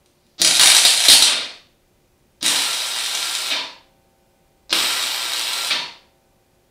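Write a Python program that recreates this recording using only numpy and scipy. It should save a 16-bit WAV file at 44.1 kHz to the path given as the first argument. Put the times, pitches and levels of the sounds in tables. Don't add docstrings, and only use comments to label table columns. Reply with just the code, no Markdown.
import sys
import numpy as np
from scipy import signal
from scipy.fft import rfft, irfft
from scipy.io import wavfile
from scipy.ndimage import uniform_filter1d

SR = 44100
rng = np.random.default_rng(int(sys.argv[2]) if len(sys.argv) > 2 else 0)


def generate_wav(sig):
    pcm = np.round(np.clip(np.atleast_2d(sig).T, -1, 1) * 32767).astype(np.int16)
    wavfile.write(sys.argv[1], SR, pcm)


N = 295602
TIME = np.arange(N) / SR
MAINS_HZ = 60


def from_db(db):
    return 10 ** (np.asarray(db) / 20)


def rms_one(x):
    return x / np.sqrt(np.mean(x ** 2) + 1e-20)


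def at_hz(points, hz):
    known_hz, values = np.transpose(points)
    return np.interp(np.log(hz + 1), np.log(known_hz), values)


def colour(x, spectrum):
    size = 8192
    gain = rms_one(from_db(at_hz(spectrum, np.fft.rfftfreq(size, 1 / SR))))
    cepstrum = irfft(np.log(gain))[:size // 2]
    cepstrum[1:] *= 2
    response = irfft(np.exp(rfft(cepstrum, size)))
    return signal.fftconvolve(x, response)[:N]


def resonate(x, hz, width_hz):
    r = np.exp(-np.pi * width_hz / SR)
    zeros = np.array([1, 0, -1]) * (1 - r * r) / 2
    poles = [1, -2 * r * np.cos(2 * np.pi * hz / SR), r * r]
    return signal.lfilter(zeros, poles, x + 1e-18)


def flicker(per_s):
    return rms_one(np.interp(TIME * per_s, np.arange(N), rng.standard_normal(N)))


def sparks(per_s, spread_db):
    sizes = from_db(spread_db * np.minimum(rng.exponential(1, N), 4))
    signs = rng.choice([-1, 1], N)
    return rms_one(sizes * signs * (rng.random(N) < per_s / SR))


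def swell(start, rise_s, t60):
    age = np.maximum(TIME - start, 0)
    return np.minimum(age / rise_s, 1) * np.exp(-np.log(1000) * age / t60)


# arc lights t/s, arc out t/s, fade/s, settled crackle level/dB, extra level while fresh/dB,
# spatter share of power [0-1], lift of odd hum lines/dB
WELDS = [(0.443, 1.327, 0.12, -18.5, -2, 0.94, 0.5), (2.434, 3.508, 0.016, -25, 6.5, 0.34, 16.5),
         (4.732, 5.703, 0.015, -24.5, 6, 0.07, 13.5)]
# f/Hz, level/dB
SPATTER_SPECTRUM = [(88, -47.5), (150, -24), (225, -36), (290, -24.5), (381, -22.5), (694, -9.5),
                    (1170, -12.5), (1630, -7.5), (2650, -3.5), (3900, 0), (6340, -6.5), (9530, -4),
                    (15500, -30.5)]
SIZZLE_SPECTRUM = [(150, -25.5), (400, -14), (900, -6), (2300, -3.5), (3100, -1.5), (3900, -1),
                   (5400, -4.5), (6400, -14.5), (7900, -6), (9700, -13), (11000, -23.5), (12000, -20.5),
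                   (13200, -11), (15500, -26.5)]
LIGHT_S, SETTLE_S = 0.012, 0.23


def arc(pulse_depth, sharpness, clump_db):
    current = np.abs(np.sin(2 * np.pi * MAINS_HZ * TIME)) ** sharpness
    pulsing = rms_one(1 + pulse_depth * current)
    clumped = sparks(per_s=5000, spread_db=3.5) * from_db(clump_db * flicker(per_s=260))
    spatter = colour(clumped, SPATTER_SPECTRUM)
    sizzle = colour(sparks(per_s=9000, spread_db=2.5) * pulsing, SIZZLE_SPECTRUM)
    crackle, settled = np.zeros(N), np.zeros(N)
    for start, stop, fade_s, db, fresh_db, share, _ in WELDS:
        lighting = np.clip((TIME - start) / LIGHT_S, 0, 1)
        going_out = np.clip((stop - TIME) / fade_s, 0, 1)
        fresh = np.exp(-((TIME - start) / SETTLE_S) ** 2)
        level = lighting * going_out * from_db(db + fresh_db * fresh)
        crackle += level * (np.sqrt(share) * spatter + np.sqrt(1 - share) * sizzle)
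        settled += level * ((1 - share) * (1 - fresh)) ** 2
    return crackle, settled


# t/s, relative level/dB, volley length/s (0 = single)
POPS = [(0.4168, -3.5, 0), (0.4476, -1.5, 0), (0.4743, -5.5, 0), (0.5113, -8, 0), (0.596, 0.5, 0.042),
        (0.6587, -1, 0.025), (0.7006, -1, 0.025), (0.7486, -2, 0), (0.7665, -2.5, 0), (0.8507, 1, 0),
        (1.0551, -9.5, 0), (1.0842, 5, 0.06), (1.2233, 1, 0), (2.4284, -15, 0), (2.463, -10, 0.025),
        (3.1504, -15, 0), (4.7291, -10, 0), (5.3349, -16, 0), (5.3953, -15, 0)]
VOLLEY_GAP_S, VOLLEY_JITTER_S, VOLLEY_LOSS_DB = 0.0165, 0.002, 2.1
SMALL_POPS_PER_S, SMALL_POP_DB, SMALL_POP_SPREAD_DB = 24, 5, 2


def drops():
    rows = []
    for (t, db, length_s), jitter in zip(POPS, rng.standard_normal((len(POPS), 8))):
        rows.append((t, db))
        for k, chance in enumerate(jitter, 1):
            delay_s = k * VOLLEY_GAP_S
            if delay_s < length_s:
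                rows.append((t + delay_s + VOLLEY_JITTER_S * chance, db - k * VOLLEY_LOSS_DB))
    for start, stop, fade_s, db, _, share, _ in WELDS:
        moments = rng.uniform(start, stop - fade_s, size=40)
        levels_db = db + SMALL_POP_DB + SMALL_POP_SPREAD_DB * rng.standard_normal(size=40)
        count = round(SMALL_POPS_PER_S * np.sqrt(share) * (stop - start))
        rows += list(zip(moments, levels_db))[:count]
    return rows


# t/s, relative level/dB
TAPS = [(0.0606, -51), (0.2667, -57)]


def cracks(rows, t60, fizz):
    clicks = np.zeros(N)
    for t, db in rows:
        clicks[round(t * SR)] += from_db(db)
    decay = np.exp(-np.log(1000) / (t60 * SR))
    dying = signal.lfilter([1], [1, -decay], clicks + 1e-18)
    return colour(clicks + fizz * dying * rng.standard_normal(N), SPATTER_SPECTRUM)


# t/s, length/s, level/dB
SCRATCHES = [(0.02, 0.33, -68), (0.381, 0.05, -24), (2.408, 0.025, -28.5), (4.693, 0.029, -25.5)]
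# t/s, level/dB, t60/s
THUMPS = [(0.398, -26.5, 0.36), (0.65, -38, 0.27), (1.085, -28, 0.15), (2.421, -30.5, 0.52),
          (3.508, -37.5, 0.16), (4.712, -33, 0.24)]
# t/s, level/dB, t60/s
BANGS = [(4.7266, -4.5, 0.034)]
# f/Hz, level/dB
SCRATCH_SPECTRUM = [(150, -14.5), (600, -9.5), (1400, -14), (3000, -10.5), (4700, -1.5), (6500, -15),
                    (8500, -24), (11000, -41)]
THUMP_SPECTRUM = [(50, -32.5), (110, -23.5), (170, -2.5), (230, -15), (290, 5), (420, -13), (800, -28)]
PUFF_SPECTRUM = [(71, -60), (120, -18.5), (283, -11.5), (456, -9), (602, -3.5), (845, -9), (1010, -5.5),
                 (1450, -4.5), (2580, 0.5), (3610, -0.5), (4410, 1), (5380, -7), (14000, -49)]


def strikes():
    contact, push, blast = np.zeros(N), np.zeros(N), np.zeros(N)
    for t, length_s, db in SCRATCHES:
        growth = np.sqrt(np.clip((TIME - t) / length_s, 0, 1))
        contact += from_db(db) * growth * (TIME < t + length_s)
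    for t, db, t60 in THUMPS:
        push += from_db(db) * swell(t, rise_s=0.005, t60=t60)
    for t, db, t60 in BANGS:
        blast += from_db(db) * swell(t, rise_s=0.00076, t60=t60)
    scratch = contact * colour(sparks(per_s=1500, spread_db=1.5), SCRATCH_SPECTRUM)
    thump = push * colour(rng.standard_normal(N), THUMP_SPECTRUM)
    bang = blast * colour(rng.standard_normal(N), PUFF_SPECTRUM)
    return scratch + thump + bang


# t/s, level/dB, length/s, flare re puff/dB, steel ring re puff/dB
PUFFS = [(1.268, -19.5, 0.15, -6, -39), (3.503, -22, 0.11, 3.5, -5), (5.701, -23.5, 0.12, 12, -10)]
# f/Hz, width/Hz, gain/dB
PUFF_RINGS = [(2390, 47, -6.5), (3620, 130, 2), (4280, 180, -7.5)]
PUFF_RING_HZ, PUFF_RING_WIDTH_HZ = 955, 64


def blowouts():
    rush = colour(sparks(per_s=7600, spread_db=2.0), PUFF_SPECTRUM)
    ringing = sum(from_db(db) * resonate(rush, hz, width_hz) for hz, width_hz, db in PUFF_RINGS)
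    rush = rms_one(rush + ringing)
    steel_ring = rms_one(resonate(rng.standard_normal(N), PUFF_RING_HZ, PUFF_RING_WIDTH_HZ))
    out = np.zeros(N)
    for t, db, length_s, flare_db, ring_db in PUFFS:
        lingering = (TIME > t) * np.exp(-((TIME - t) / length_s) ** 2)
        flare = from_db(flare_db) * swell(t, rise_s=0.014, t60=0.12)
        out += from_db(db) * rush * (lingering + flare)
        out += from_db(db + ring_db) * steel_ring * swell(t + 0.048, rise_s=0.013, t60=0.37)
    return out


# f/Hz, width/Hz, relative gain/dB
STEEL = [(1355, 9.4, -3), (2343, 33, 6), (2834, 12, 3), (3083, 14, -5), (3160, 11, 0), (3390, 36, 0),
         (3430, 23, -3.5), (3744, 52, 3.5), (3760, 21, 1.5), (3897, 26, 2.5), (3956, 15, 1.5),
         (4115, 18, 0.5), (4090, 8.7, -1.5), (4160, 9.3, 0.5), (4850, 14, -2), (5040, 20, 4),
         (5270, 12, 0.5), (5670, 35, 4.5), (9900, 110, -5.5)]


def steel_parts(weld):
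    return sum(from_db(db) * resonate(weld, hz, width_hz) for hz, width_hz, db in STEEL)


WHISTLE_HZ, WHISTLE_STAGE_WIDTH_HZ, WHISTLE_DB = 1367, 14, -6.5


def whistle(settled):
    once = resonate(rng.standard_normal(N), WHISTLE_HZ, WHISTLE_STAGE_WIDTH_HZ)
    tone = rms_one(resonate(once, WHISTLE_HZ, WHISTLE_STAGE_WIDTH_HZ))
    strength = np.minimum(settled, from_db(-34.5))
    return from_db(WHISTLE_DB) * uniform_filter1d(strength, size=4000) * tone


# f/Hz, level before core shift/dB
HUM = [(351.5, -76), (360.7, -71), (538.3, -70), (576.0, -76.5), (662.1, -76), (780.6, -69.5), (899.0, -75),
       (958.2, -84.5), (1017, -87), (1502, -82.5), (2040, -84.5), (2401, -85), (2460, -87)]
CORE_REST_DB, CORE_RELAX_S = -10, 1.5


def transformer():
    core_db = np.full(N, CORE_REST_DB)
    for start, stop, *_, lift_db in WELDS:
        relaxing = np.exp(-np.maximum(TIME - stop, 0) / CORE_RELAX_S)
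        core_db = np.where(TIME > start, CORE_REST_DB + lift_db * relaxing, core_db)
    out = np.zeros(N)
    for hz, db in HUM:
        odd = round(hz / MAINS_HZ) % 2
        level = from_db(db + odd * core_db + 0.7 * flicker(per_s=8.2))
        out += np.sqrt(2) * level * np.sin(2 * np.pi * (hz * TIME + rng.random()))
    return out


# delay/s, gain re direct
ECHOES = [(0.00313, 0.49), (0.0038, 0.066), (0.007, 0.4), (0.0111, 0.22), (0.0147, 0.25)]
# f/Hz, t60/s
SHOP_T60 = [(200, 0.59), (1000, 0.44), (4000, 0.4), (9000, 0.4), (15000, 0.34)]


def workshop(x, wet_db, build_s):
    age = TIME[:SR]
    edges = np.geomspace(40, 18000, num=13)
    response = np.zeros(SR)
    for low, high in zip(edges, edges[1:]):
        sos = signal.butter(2, [low, high], "band", fs=SR, output="sos")
        band = signal.sosfilt(sos, rng.standard_normal(SR))
        response += band * np.exp(-np.log(1000) * age / at_hz(SHOP_T60, np.sqrt(low * high)))
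    response *= 1 - np.exp(-age / build_s)
    response *= from_db(wet_db) / np.linalg.norm(response)
    response[0] += 1
    for delay_s, gain in ECHOES:
        response[round(delay_s * SR)] += gain
    return signal.fftconvolve(x, response / np.linalg.norm(response))[:N]


# f/Hz, level/dB
SHOP_AIR_SPECTRUM = [(12, -37.5), (20, -0.5), (238, -6), (314, -10), (361, -10.5), (505, -11), (549, -11),
                     (766, -15.5), (833, -17.5), (905, -18), (1820, -22.5), (2400, -22), (15500, -29.5)]
AIR_DB = -60.5


def shop_air():
    return from_db(AIR_DB) * colour(rng.standard_normal(N), SHOP_AIR_SPECTRUM)


def scene():
    crackle, settled = arc(pulse_depth=2.3, sharpness=12.0, clump_db=3.0)
    bursts = from_db(17.5) * cracks(drops() + TAPS, t60=0.0075, fizz=0.27)
    weld = crackle + bursts + strikes() + blowouts()
    steel = from_db(-2.5) * steel_parts(weld)
    room = from_db(-1.5) * workshop(weld, wet_db=0.0, build_s=0.013)
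    mono = room + steel + whistle(settled) + transformer() + shop_air()
    return np.stack([mono, mono])


CUTOFF_HZ = 15600


def record(dry):
    ceiling = 0.82
    clipped = dry / (1 + (dry / ceiling) ** 6) ** (1 / 6)
    return signal.sosfilt(signal.ellip(10, 0.1, 80, CUTOFF_HZ, fs=SR, output="sos"), clipped)


dry = scene()
out = record(dry)
generate_wav(out)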